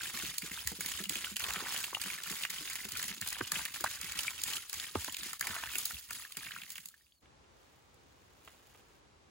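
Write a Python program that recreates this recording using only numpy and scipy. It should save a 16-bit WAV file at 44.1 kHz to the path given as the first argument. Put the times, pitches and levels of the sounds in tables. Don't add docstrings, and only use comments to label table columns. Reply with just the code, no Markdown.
import sys
import numpy as np
from scipy import signal
from scipy.fft import rfft, irfft, next_fast_len
from scipy.io import wavfile
from scipy.ndimage import uniform_filter1d, map_coordinates

SR = 44100
rng = np.random.default_rng(int(sys.argv[2]) if len(sys.argv) > 2 else 0)


def transcribe(u):
    v = np.clip(np.atleast_2d(u).T, -1, 1)
    q = np.round(v * 32767).astype(np.int16)
    wavfile.write(sys.argv[1], SR, q)


N = 410130


def amp(db):
    return 10 ** (np.asarray(db) / 20)


def unit(x):
    return x / np.sqrt(np.mean(x ** 2) + 1e-20)


def along(points, hz):
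    f, v = np.transpose(points)
    return np.interp(np.log(hz + 1), np.log(f + 1), v)


def curves(rows):
    s, *cols = np.transpose(rows)
    return [np.interp(np.arange(N) / SR, s, c) for c in cols]


def wobble(rate):
    knots = rng.standard_normal(int(N * rate / SR) + 4)
    return map_coordinates(knots, [np.arange(N) * rate / SR])


def filtered(x, response):
    m = next_fast_len(N + 8192)
    return irfft(rfft(x, m) * response(np.fft.rfftfreq(m, 1 / SR)), m)[..., :N]


def coloured(x, spectrum):
    return filtered(x, lambda hz: amp(along(spectrum, hz)))


def bursts(s, size, life):
    energy = np.bincount(np.clip(s * SR, 0, N).astype(int).ravel(), size.ravel() ** 2, N + 1)[:N]
    energy = signal.lfilter([1], [1, -np.exp(-2 / (life * SR))], energy)
    return np.sqrt(energy) * rng.standard_normal((2, N))


def rings(s, size, hz, cycles, glide, count, onset=10):
    s, size, hz = [np.reshape(v, (-1, 1)) for v in (s, size, hz)]
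    age = np.arange(count) / SR * hz / cycles
    phase = 2 * np.pi * np.cumsum(hz * glide ** (1 - np.exp(-age)), axis=1) / SR
    swell = size * np.exp(-age) * (1 - np.exp(-onset * age)) * np.sqrt(np.linspace(1, 0, count))
    where = (np.abs(s * SR).astype(int) + np.arange(count)).ravel()
    bearing = rng.uniform(0, 2 * np.pi, s.shape)
    voices = [(swell * np.sin(phase + turn)).ravel() for turn in (0, bearing)]
    return np.array([np.bincount(where, voice, N)[:N] for voice in voices])


def shatter(s, db, spread, fade_db, count):
    late = (np.arange(count) + rng.uniform(0, 1, (len(s), count))) / count
    size = amp(fade_db * late + 3.95 * rng.standard_normal(late.shape))
    share = size / np.linalg.norm(size, axis=1, keepdims=True)
    return s[:, None] + spread * late, amp(db)[:, None] * share


def shower(scatter_db, count):
    return rng.uniform(0, N / SR, count), amp(scatter_db * np.minimum(rng.exponential(1, count), 4))


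def clumping(life, scatter_db, count):
    s, size = shower(scatter_db=scatter_db, count=count)
    impulses = np.bincount((s * SR).astype(int), size ** 2, N)
    power = signal.lfilter([1], [1, -np.exp(-1 / (life * SR))], impulses)
    return power / (np.abs(uniform_filter1d(power, size=3000)) + 1e-9)


def microphones(mid_side, likeness):
    turn = lambda hz: np.arccos(np.clip(along(likeness, hz), -1, 1)) / 2
    mid, side = filtered(mid_side, lambda hz: np.array([np.cos(turn(hz)), np.sin(turn(hz))]))
    return np.array([mid + side, mid - side])


CUT_S = 7.215
# (frequency [Hz], relative level [dB per Hz])
QUIET = [(15, -32), (25, -18), (62, 16), (112, 3.5), (1170, -7.5), (3750, -48), (4380, -17.5),
         (5530, -46.5), (6620, -16), (12000, -19), (15600, -55.5), (22000, -120)]
BREEZE_LIKE = [(15, -45), (25, -23), (49, 2), (121, -2.5), (183, -8.5), (219, -7.5), (440, -6), (718, -10),
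               (776, -7.5), (1140, -10), (1640, -14), (6980, -22.5), (12000, -37), (15600, -63),
               (22000, -120)]
# (frequency [Hz], coherence [-1 to 1])
DIFFUSE_LIKENESS = [(60, 0.68), (300, 0.44), (700, -0.18), (3000, 0.082), (11000, 0.21), (13300, -0.55),
                    (15400, .6)]


def background():
    after = np.clip((np.arange(N) / SR - CUT_S) / 0.012, 0, 1)
    quiet = amp(-78.5) * unit(coloured(rng.standard_normal((2, N)), QUIET))
    breeze_like = unit(coloured(rng.standard_normal((2, N)), BREEZE_LIKE))
    breeze_like = amp(-63.5 + wobble(6.1) / 2) * breeze_like
    return microphones((1 - after) * quiet + after * breeze_like, DIFFUSE_LIKENESS)


# (start [s], length [s], pitch at mid-call [Hz], relative level [dB],
# share by which the pitch falls from mid-call to the end on top of the arch [1])
WHISTLES = [(6.96, .112, 4830, -75, -.05), (7.115, .088, 4600, -77, 0.045)]
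WHISTLE_ARCH = 0.1


def bird():
    t, song = np.arange(N) / SR, np.zeros(N)
    for start, length, top_hz, db, sag in WHISTLES:
        along_call = np.clip(2 * (t - start) / length - 1, -1, 1)
        arch = 1 - WHISTLE_ARCH * along_call ** 2 - sag * along_call
        hz = top_hz * arch * (1 + .022 * wobble(500))
        level = amp(db - 2 + 4 * wobble(110)) * (1 - along_call ** 8)
        song += level * np.sin(2 * np.pi * np.cumsum(hz) / SR)
    return song


# (time [s], relative level [dB])
SOIL = [(7.215, -110), (7.52, -84.5), (7.6, -74.5), (7.8, -75), (7.92, -79), (8.38, -72.5), (8.49, -64.5),
        (8.56, -69), (8.63, -70), (8.78, -67.5), (8.84, -75.5), (8.97, -71.5), (9.03, -95.5)]
# (time [s], relative tick level [dB], relative thud level [dB])
CLODS = [(7.254, -76, -67), (7.44, -76, -73), (7.67, -74, -76), (7.735, -74, -73), (7.944, -52, -90),
         (8.4504, -47.5, -69), (8.476, -60, -53.5), (8.492, -58, -70), (8.544, -60, -70), (8.591, -63, -72),
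         (8.625, -65, -71), (8.671, -51.5, -72), (8.748, -65, -64), (8.773, -63, -76), (8.794, -61, -73)]
# (frequency [Hz], relative level [dB per Hz])
CRUMBS = [(200, -4), (1000, -6), (3000, 1.5), (5500, -2), (7000, 0), (10000, -6), (15000, -2)]


def soil():
    s, size = shower(scatter_db=-1.0, count=7000)
    trickle = unit(coloured(bursts(s, size, life=.0004), CRUMBS))
    s, size = shower(scatter_db=1.8, count=2400)
    pitch = 2200 * np.exp(0.5 * rng.standard_normal(len(s)))
    crackle = unit(rings(s, size, pitch, cycles=1.86, glide=1, count=200))
    s, tick_db, thud_db = np.transpose(CLODS)
    thuds = bursts(*shatter(s, thud_db + 18.5, spread=0.008, fade_db=-14, count=5), life=0.0023)
    thuds = coloured(thuds, [(100, -5), (400, 1.0), (1500, 2), (3300, 0.5), (4400, -17), (10000, -28)])
    ticks = coloured(bursts(s, amp(tick_db), life=0.0007), CRACK)
    falling = amp(curves(SOIL)[0]) * (amp(2.5) * trickle + amp(-7.0) * crackle)
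    return falling + thuds + ticks


DRUMMING_DB = -21.5
# (frequency [Hz], relative level [dB per Hz])
GROUND = [(25, -24), (55, 1.5), (85, 0), (130, -17), (400, -52.5), (2000, -120)]


def drumming(weight):
    s, size = shower(scatter_db=0.0, count=500)
    return amp(DRUMMING_DB) * weight * unit(coloured(bursts(s, size, life=0.0089), GROUND))


# (time [s], relative level [dB], starting pitch [Hz])
DRIPS = [(0.009, -31, 1540), (0.566, -32, 3570), (0.591, -30.5, 3080), (0.674, -30.5, 1800),
         (0.939, -30, 2980), (0.975, -30, 2950), (1.056, -28.5, 2790), (1.156, -26, 3180),
         (1.269, -34.5, 1420), (1.537, -29, 3670), (1.56, -29, 1750), (1.717, -35, 3000),
         (1.948, -21.5, 2750), (2.053, -39, 2980), (2.149, -32, 2260), (2.18, -34, 2090),
         (2.262, -35.5, 1360), (2.437, -25, 4120), (2.584, -30, 3000), (2.804, -32, 1920),
         (2.852, -32, 3480), (2.962, -34, 1360), (3.031, -33, 3070), (3.32, -37, 3110), (3.348, -33, 3110),
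         (3.442, -36, 3000), (3.562, -27, 3050), (3.608, -36, 1580), (3.685, -37, 1980), (4.059, -36, 2030),
         (4.25, -36, 1340), (4.281, -18, 2240), (4.39, -32, 2540), (4.571, -27.5, 3030),
         (4.867, -32.5, 3050), (5.096, -32, 2880), (5.411, -26, 1670), (5.587, -37, 1310),
         (5.609, -36, 3050), (5.944, -31, 3270), (5.968, -34.5, 2600), (6.109, -33, 1640),
         (6.196, -42, 1850), (6.223, -43, 1960), (6.250, -34.5, 1680), (6.305, -51, 1180),
         (6.408, -41, 2300), (6.432, -38, 1640), (6.452, -38, 2620), (6.487, -37, 2550), (6.509, -34, 1610),
         (6.55, -36, 2530), (6.586, -35, 2530), (6.665, -45, 1900), (6.941, -45, 1670), (7.010, -57, 1790),
         (7.067, -55, 2590), (7.122, -52, 3200)]


def drips():
    s, db, hz = np.transpose(DRIPS)
    return rings(s, amp(db), hz, cycles=4.8, glide=1.063, count=1200)


# (time [s], relative splash level [dB], relative plop level [dB],
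# median plop pitch [Hz], relative cavity level [dB], starting thump pitch [Hz])
PLUNGES = [(1.927, -47, -31.5, 1010, -46, 135), (1.947, -40, -45, 905, -55, 135),
           (1.966, -41, -33.5, 940, -54.5, 135), (3.4076, -28, -23, 1094, -27.5, 150),
           (3.84, -27, -25, 1160, -46, 135), (4.953, -26.5, -24.5, 1220, -22.5, 125),
           (5.08, -30, -32, 1150, -40.5, 135)]
PLOP_DELAY_S = 0.001805


def plunges():
    s, splash_db, plop_db, hz, cavity_db, thump_hz = np.transpose(PLUNGES)
    splash = bursts(*shatter(s, splash_db + 8.0, spread=0.006, fade_db=-15, count=10), life=0.00061)
    splash = coloured(splash, [(500, -4), (1500, 7.0), (2700, 1.5), (4000, 0), (6000, -15), (12000, -25)])
    times, size = shatter(s + PLOP_DELAY_S, plop_db + 4.0, spread=0.00391, fade_db=0, count=3)
    pitch = hz[:, None] * np.exp(0.22 * rng.standard_normal(times.shape))
    plop = rings(times, size, pitch, cycles=2.05, glide=1.01, count=900)
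    cavity_hz = np.full(len(s), 610)
    cavity = rings(s + 0.0011, amp(cavity_db + 0.5), cavity_hz, cycles=3.6, glide=0.257, count=2400, onset=7.3)
    thump = rings(s + 0.0117, amp(cavity_db - 9.5), thump_hz, cycles=2.6, glide=0.51, count=3500, onset=4.4)
    return plop + splash + cavity + thump


# (time [s], relative crater level [dB], relative air pocket level [dB], reference pitch [Hz])
GULPS = [(0.141, -43.5, -53, 160), (0.228, -40.5, -47.5, 180), (0.426, -41, -49, 178),
         (0.508, -44, -53, 185), (0.649, -43.5, -44, 72), (0.711, -40, -47, 192), (0.783, -41.5, -48, 195),
         (0.852, -45.5, -58, 222), (0.997, -38.5, -45, 208), (1.056, -51, -45, 198),
         (1.097, -38.5, -47, 146), (1.153, -42.5, -57, 302), (1.310, -44.5, -44, 200),
         (1.56, -43, -45, 200), (1.618, -41, -47, 292), (2.054, -43, -50, 202), (2.27, -54, -52, 165),
         (2.304, -41, -46, 200), (2.52, -54, -65, 170), (2.604, -43.5, -46, 298),
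         (2.845, -42.5, -44.5, 217), (2.92, -45.5, -51, 125), (3.012, -56, -52, 130),
         (3.098, -46, -46.5, 205), (3.17, -51, -56, 280), (3.211, -43, -55, 111), (3.52, -47, -57, 190),
         (3.56, -44, -55, 186), (3.804, -43, -49, 336), (4.03, -45.5, -51.5, 180), (4.151, -51, -56, 180),
         (4.473, -51, -54, 202), (5.21, -54, -54, 231), (5.255, -44.5, -62, 290), (5.408, -46, -57, 120),
         (5.489, -41.5, -51, 101), (5.66, -46.5, -53, 70), (5.755, -43.5, -55, 343),
         (5.929, -44.5, -47, 64.4), (6.106, -52, -60, 130), (6.368, -45.5, -58, 150), (6.45, -53, -68, 165),
         (6.473, -52, -68, 135), (6.532, -52, -62, 135), (6.567, -54, -64, 160), (6.619, -54, -63, 160),
         (6.784, -56, -70, 160), (6.853, -62, -71, 165)]
# (frequency [Hz], gain [dB])
HOLLOW = [(35, -7), (80, -1), (130, -3), (185, 1.8), (260, -0.5), (390, 2), (600, -5), (800, -7)]
POCKET_DELAY_S = 0.01207
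SQUELCH_DB, SQUELCH_GROWS, USUAL_GULP_DB = 0.5, 0.96, -42


def gulps(weight):
    s, db, pocket_db, hz = np.transpose(GULPS)
    squelch_db = db + SQUELCH_DB + SQUELCH_GROWS * np.minimum(db - USUAL_GULP_DB, 2)
    times, size = shatter(s + 0.00393, squelch_db, spread=.025, fade_db=-11.0, count=5)
    pitch = 2.3 * hz[:, None] * np.exp(0.23 * rng.standard_normal(times.shape))
    squelch = rings(times, size, pitch, cycles=1.5, glide=0.72, count=2000)
    craters = rings(s + 0.00394, amp(db + 4), 1.707 * hz, cycles=3.16, glide=0.36, count=3000, onset=1.73)
    closed = s + POCKET_DELAY_S
    pockets = rings(closed, amp(pocket_db), 0.9 * hz, cycles=3.2, glide=1.22, count=4000, onset=2.5)
    s, size = shower(scatter_db=2.5, count=1100)
    pitch = 260 * np.exp(0.61 * rng.standard_normal(len(s)))
    churn = unit(rings(s, size, pitch, cycles=0.81, glide=0.69, count=2200))
    return coloured(squelch + craters + pockets + amp(-19.5) * weight * churn, HOLLOW)


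LIGHT_SPLAT_DB, LIGHT_CRACK_DB, LIGHT_SCATTER_DB, LIGHT_HZ = -3, -9, 3, 2240


def light_lumps(spray_gain, bubbling_gain, count):
    s = CUT_S * (np.arange(count) + rng.uniform(0, 1, count)) / count
    chance, at = rng.standard_normal((count, 3)), np.minimum(s * SR, N - 1).astype(int)
    splat_db = 20 * np.log10(bubbling_gain[at]) + LIGHT_SPLAT_DB + LIGHT_SCATTER_DB * chance[:, 0]
    crack_db = 20 * np.log10(spray_gain[at]) + LIGHT_CRACK_DB + LIGHT_SCATTER_DB * chance[:, 1]
    return np.column_stack([s, splat_db, crack_db, LIGHT_HZ * np.exp(0.28 * chance[:, 2])])


# (frequency [Hz], relative level [dB per Hz])
CRACK = [(300, -19), (1200, -17), (3000, -6.5), (4800, 4.5), (5500, -2.5), (7000, 5.5), (9000, 1.5),
         (12500, 1), (15500, 4.5)]


def slaps(lumps):
    s, splat_db, crack_db, hz = np.transpose(lumps)
    crack = bursts(*shatter(s - .0006, crack_db + 16.5, spread=.004, fade_db=-4.5, count=12), life=0.00031)
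    forerunners = bursts(*shatter(s - .007, crack_db - 6, spread=0.0052, fade_db=18, count=5), life=0.0008)
    patter = bursts(*shatter(s + 0.0049, crack_db - 7.5, spread=0.026, fade_db=0, count=12), life=0.004)
    times, size = shatter(s - .0006, splat_db + 13.5, spread=0.005, fade_db=-6.5, count=5)
    pitch = hz[:, None] * np.exp(0.2 * rng.standard_normal(times.shape))
    splat = rings(times, size, pitch, cycles=2.56, glide=1.104, count=500)
    return coloured(forerunners + crack + patter, CRACK) + splat


SPRAY_RISE_S, SPRAY_SAG_DB_PER_S, SPRAY_RELEASE_DB_PER_S = 0.038, 36, 173.5
BUBBLING_RISE_S, BUBBLING_SAG_DB_PER_S, BUBBLING_RELEASE_DB_PER_S = 0.014, 15.5, 106


def swell(start, length, rise, sag_db, release_db):
    age = np.maximum(np.arange(0, N, 64) / SR - start, 0)
    return (1 - np.exp(-age / rise)) * amp(-sag_db * age - release_db * np.maximum(age - length, 0))


# (start [s], length [s], relative spray level [dB], relative bubbling level [dB])
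SURGES = [(-0.067, 0.17, -40.5, -44), (0.12, 0.17, -38.5, -45), (0.416, 0.17, -44.5, -46.5),
          (0.62, 0.063, -43.5, -52.5), (0.808, 0.19, -38.5, -46), (1.082, 0.2, -40.5, -45.5),
          (1.388, 0.41, -39.5, -39.5), (1.668, 0.19, -37, -45), (1.993, 0.17, -40, -44.5),
          (2.235, 0.26, -40, -45), (2.48, 0.16, -40.5, -48.5), (2.635, 0.36, -42, -46),
          (2.932, 0.19, -40.5, -45), (3.212, 0.28, -45, -45.5), (3.516, 0.088, -36.5, -41),
          (3.7, 0.065, -38.5, -44.5), (3.833, 0.12, -41, -46.5), (3.995, 0.12, -42, -45.5),
          (4.139, 0.26, -38, -44.5), (4.445, 0.11, -36, -43.5), (4.717, 0.14, -41, -46),
          (4.932, 0.19, -42, -52.5), (5.173, 0.12, -40.5, -48), (5.419, 0.28, -40.5, -41),
          (5.7, 0.28, -39, -56), (6.078, 0.14, -44.5, -51.5), (6.343, 0.29, -47.5, -51.5),
          (6.63, 0.18, -51, -62)]
# (time [s], relative spray level [dB])
TRICKLE = [(0, -48), (5.9, -54.5), (6.85, -64.5), (6.93, -67), (7.21, -80), (7.3, -120)]
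# (end [s], length [s], depth at the end [dB])
TEARS = [(0.133, 0.024, 4.5), (0.413, .03, 9), (0.51, 0.044, 6.5), (0.665, 0.048, 3), (1.091, 0.032, 10),
         (1.358, 0.02, 18), (2.008, 0.015, -0.5), (2.496, .03, 11), (2.886, .03, 9), (3.207, 0.031, 4),
         (3.74, 0.046, 4.5), (4.379, 0.075, 6.5), (4.706, 0.11, 0), (4.95, 0.038, 3), (5.16, .02, 8),
         (5.395, .04, 6), (6.369, 0.021, 7)]


def flow():
    spray, bubbling = 0, 0
    for s, length, spray_db, bubbling_db in SURGES:
        spray_swell = swell(s, length, SPRAY_RISE_S, SPRAY_SAG_DB_PER_S, SPRAY_RELEASE_DB_PER_S)
        spray = spray + (amp(spray_db) * spray_swell) ** 2
        bubbling_swell = swell(s, length, BUBBLING_RISE_S, BUBBLING_SAG_DB_PER_S, BUBBLING_RELEASE_DB_PER_S)
        bubbling = bubbling + (amp(bubbling_db) * bubbling_swell) ** 2
    per_sample = lambda power: np.interp(np.arange(N), np.linspace(0, N, len(power)), np.sqrt(power))
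    trickle = amp(curves(TRICKLE)[0])
    t = np.arange(0, N, 64) / SR
    loss_db = sum(db * np.clip(1 + (t - end) / length, 0, 1) * (t < end) for end, length, db in TEARS)
    torn = per_sample(amp(-loss_db) ** 2)
    spray_gain = torn * np.hypot(per_sample(spray), trickle)
    return spray_gain, torn * np.hypot(per_sample(bubbling), amp(-14.5) * trickle)


DEEPEN_OCT_PER_DB, USUAL_BUBBLING_DB = 0.13, -46.5


def trapped(bubbling_gain, s):
    excess_db = 20 * np.log10(bubbling_gain[(s * SR).astype(int)]) - USUAL_BUBBLING_DB
    return 2 ** (-DEEPEN_OCT_PER_DB * np.maximum(excess_db, 0))


# (frequency [Hz], relative level [dB per Hz])
SPRAY = [(150, -7.5), (600, -13.5), (1200, -6.5), (3000, 2), (4900, 2.5), (5450, 0.5), (6100, 1),
         (7200, 2.5), (9000, -0.5), (12500, -2), (15500, 0.5)]
BUBBLING = [(200, -20), (600, -16), (1200, -7), (2500, -2), (4500, 1.5), (9000, -7.5)]
GUSH_DB = -41.5


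def stream(spray_gain, bubbling_gain):
    gush = 1 / (1 + (amp(GUSH_DB) / bubbling_gain) ** 4)
    shared = clumping(life=0.0044, scatter_db=2.5, count=2100)
    s, size = shower(scatter_db=-0.5, count=26000)
    spray = unit(coloured(bursts(s, size, life=0.00057), SPRAY) * np.sqrt(shared + 0.16))
    s, size = shower(scatter_db=2.5, count=5000)
    pitch = 3000 * 5 ** rng.uniform(0, 1, len(s))
    fizz = unit(coloured(rings(s, size * pitch, pitch, cycles=38, glide=1.03, count=400), SPRAY))
    s, size = shower(scatter_db=2.5, count=9000)
    pitch = 2100 * trapped(bubbling_gain, s) * np.exp(0.42 * rng.standard_normal(len(s)))
    bubbles = rings(s, size, pitch, cycles=1.8, glide=1.074, count=300)
    lumpy = shared + clumping(life=0.0019, scatter_db=4.0, count=1000)
    fine = 2.3 * clumping(life=0.001, scatter_db=2.0, count=3000)
    bubbles = unit(coloured(bubbles, BUBBLING) * np.sqrt((1 - gush) * lumpy + gush * fine))
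    s, size = shower(scatter_db=3.5, count=700)
    pitch = 2500 * np.exp(0.291 * rng.standard_normal(len(s)))
    plips = unit(rings(s, size, pitch, cycles=9.3, glide=1.08, count=900))
    droplets = amp(1.02) * spray + amp(-4.5) * fizz
    return spray_gain * droplets + bubbling_gain * (amp(-3.0) * bubbles + amp(-8.0) * (1 - gush) * plips)


# (time [s], relative splat level [dB], relative crack level [dB], median splat pitch [Hz])
SLAPS = [(0.056, -41.5, -49, 2160), (0.249, -38, -49, 2400), (0.382, -43.5, -31.5, 3640),
         (0.42, -40, -44, 2450), (0.516, -42, -49, 2400), (0.674, -41, -30, 1900), (0.718, -48, -44, 1570),
         (0.808, -40, -34, 2040), (0.861, -43, -35, 2300), (0.917, -39.5, -40.5, 2460),
         (0.992, -43, -53.5, 1690), (1.038, -36, -40.5, 3300), (1.095, -37, -29.5, 2500),
         (1.155, -34.5, -39.5, 2300), (1.244, -34.5, -48, 2660), (1.36, -40, -41.5, 3000),
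         (1.367, -35, -33.5, 1930), (1.396, -44, -37.5, 2700), (1.405, -36, -46.5, 2740),
         (1.439, -29.5, -40.5, 2630), (1.504, -33.5, -40.5, 2140), (1.536, -45, -36.5, 3600),
         (1.559, -36, -50, 1810), (1.603, -38.5, -61, 1390), (1.661, -42.5, -51, 1280),
         (1.716, -48.5, -46.5, 2680), (1.763, -33, -46.5, 2700), (1.841, -34.5, -39, 2880),
         (1.947, -33, -40, 2700), (2.016, -45, -34, 2820), (2.038, -39.5, -40, 2600),
         (2.059, -40, -51, 1570), (2.102, -36.5, -46, 2700), (2.235, -45, -40, 2800), (2.3, -41, -43, 4100),
         (2.315, -55, -38.5, 3700), (2.424, -48, -39.5, 2300), (2.435, -31.5, -44, 2570),
         (2.451, -30, -41, 2100), (2.503, -43, -35, 2150), (2.675, -39, -52, 2750), (2.7, -43, -40, 1980),
         (2.732, -55, -39.5, 3450), (2.755, -42, -39.5, 2320), (2.851, -45.5, -40, 1700),
         (2.889, -58, -43.5, 3000), (2.92, -50.5, -37.5, 2700), (2.954, -40, -47.5, 2470),
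         (2.972, -48, -36.5, 3400), (2.994, -34, -41, 3130), (3.028, -43, -35.5, 2200),
         (3.041, -44, -38, 1900), (3.081, -45, -37.5, 2520), (3.113, -41, -49, 1850),
         (3.146, -58, -45.5, 3000), (3.213, -47, -34.5, 2870), (3.222, -40.5, -55, 1900),
         (3.274, -42, -35, 2750), (3.287, -56, -35, 3130), (3.327, -40.5, -37, 2170),
         (3.304, -48, -38, 3100), (3.476, -47, -43, 2720), (3.519, -36, -28.5, 1380),
         (3.556, -31, -48.5, 2100), (3.653, -41, -35, 2270), (3.658, -37.5, -45.5, 2250),
         (3.76, -42, -46, 1830), (3.808, -53, -37, 2560), (3.842, -33.5, -32.5, 1290),
         (3.862, -35, -54, 1770), (3.873, -40.5, -51.5, 1950), (4.013, -45, -37, 2000),
         (4.12, -42.5, -39, 2840), (4.19, -29, -33, 3120), (4.207, -53, -38.5, 2620),
         (4.417, -59, -39, 2300), (4.437, -38, -29, 3470), (4.479, -48, -37, 2200),
         (4.534, -36, -41.5, 3370), (4.557, -55, -39.5, 3000), (4.569, -36.5, -43.5, 3170),
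         (4.696, -48, -40, 3030), (4.73, -47, -35, 2500), (4.741, -50, -38, 2800),
         (4.799, -34, -43.5, 3870), (4.843, -41, -57.5, 1860), (5.045, -42, -35.5, 2300),
         (5.124, -61, -40, 3200), (5.144, -35, -44, 3630), (5.168, -38.5, -39.5, 2600),
         (5.268, -49, -42.5, 2530), (5.332, -42.5, -39, 1660), (5.395, -56, -43, 3000),
         (5.41, -36, -31.5, 1860), (5.425, -39, -50, 2300), (5.471, -34, -35.5, 2260),
         (5.553, -45, -45.5, 1310), (5.755, -32, -36.5, 2120), (5.784, -69, -34.5, 1900),
         (5.855, -37, -30, 3660), (5.908, -41.5, -50, 1670), (6.107, -40, -40.5, 1710),
         (6.131, -57, -41.5, 3400), (6.321, -44, -47, 2700), (6.37, -41, -38.5, 2800),
         (6.447, -45, -51, 2430), (6.466, -41, -56, 2280), (6.508, -54, -57, 1720),
         (6.518, -40.5, -60.5, 2670), (6.537, -51, -56.5, 1640), (6.563, -42.5, -61.5, 1820),
         (6.617, -41, -53.5, 2550), (6.634, -45, -53, 2230), (6.704, -49, -43.5, 2550),
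         (6.719, -63, -46, 3000), (6.756, -42.5, -48, 2630), (6.781, -40.5, -48, 2100),
         (6.857, -65, -42.5, 3620), (6.887, -74, -48, 3540)]
# (time [s], top treble change [dB])
DRAINING = [(0, -1), (5.2, -2), (5.7, 1), (6.9, 1.5)]


def splashing(spray_gain, bubbling_gain):
    lumps = np.vstack([SLAPS, light_lumps(spray_gain, bubbling_gain, count=90)])
    water = stream(spray_gain, bubbling_gain) + slaps(lumps)
    top = filtered(water, lambda hz: np.clip((hz - 8000) / 4000, 0, 1))
    return water + (amp(curves(DRAINING)[0]) - 1) * top


def surroundings(x, t60, wet_db):
    t, wet = np.arange(SR // 4) / SR, np.zeros((2, N + SR))
    for start in range(0, N, len(t)):
        tail = rng.standard_normal((2, len(t))) * amp(-60 * t / t60) * (t > .002)
        echo = signal.fftconvolve(x[:, start:start + len(t)], tail / np.linalg.norm(tail[0]), axes=1)
        wet[:, start:start + echo.shape[1]] += echo
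    return x + amp(wet_db) * wet[:, :N]


# (frequency [Hz], coherence [-1 to 1])
NEAR_LIKENESS = [(350, .93), (2400, .8), (3400, .3), (4700, .33), (5700, -.2), (6800, .68), (8100, -.25),
                 (9200, -.28), (10200, .95), (11600, .9), (12800, -.92), (14000, -.9), (15400, .95)]
# (frequency [Hz], gain [dB])
RIPPLE = [(1900, 0), (2500, -0.5), (3000, 1), (3700, 0), (4400, -0.5), (5100, 0.5), (5450, -2), (5750, 1),
          (6150, -2), (6600, 1), (7300, 0), (7750, -1), (8400, 0)]
# (frequency [Hz], left minus right [dB])
LEAN = [(50, -1), (250, -4), (1000, -1.6), (4000, 0), (8000, -1.7), (12000, -0.5)]
# (frequency [Hz], lead of the left [rad])
LEAD = [(1200, 0.45), (2400, 0.51), (3300, 1.5), (4400, 1.2), (5400, 0.28)]


def scene():
    spray_gain, bubbling_gain = flow()
    weight = np.sqrt(spray_gain * bubbling_gain)
    puddle = gulps(weight) + drumming(weight) + plunges() + drips()
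    sources = splashing(spray_gain, bubbling_gain) + puddle + soil()
    near = surroundings(sources, t60=0.08, wet_db=-10.5)

    def ports(hz):
        level = amp(np.outer([.5, -.5], along(LEAN, hz)))
        return level * np.exp(1j * np.outer([.5, -.5], along(LEAD, hz)))
    return filtered(microphones(coloured(near, RIPPLE), NEAR_LIKENESS), ports) + background() + bird()


TOP_HZ = 15850


def record(dry):
    return filtered(dry, lambda hz: (hz < TOP_HZ) * hz ** 3 / np.sqrt(hz ** 6 + 44 ** 6))


dry = scene()
out = record(dry)
transcribe(out)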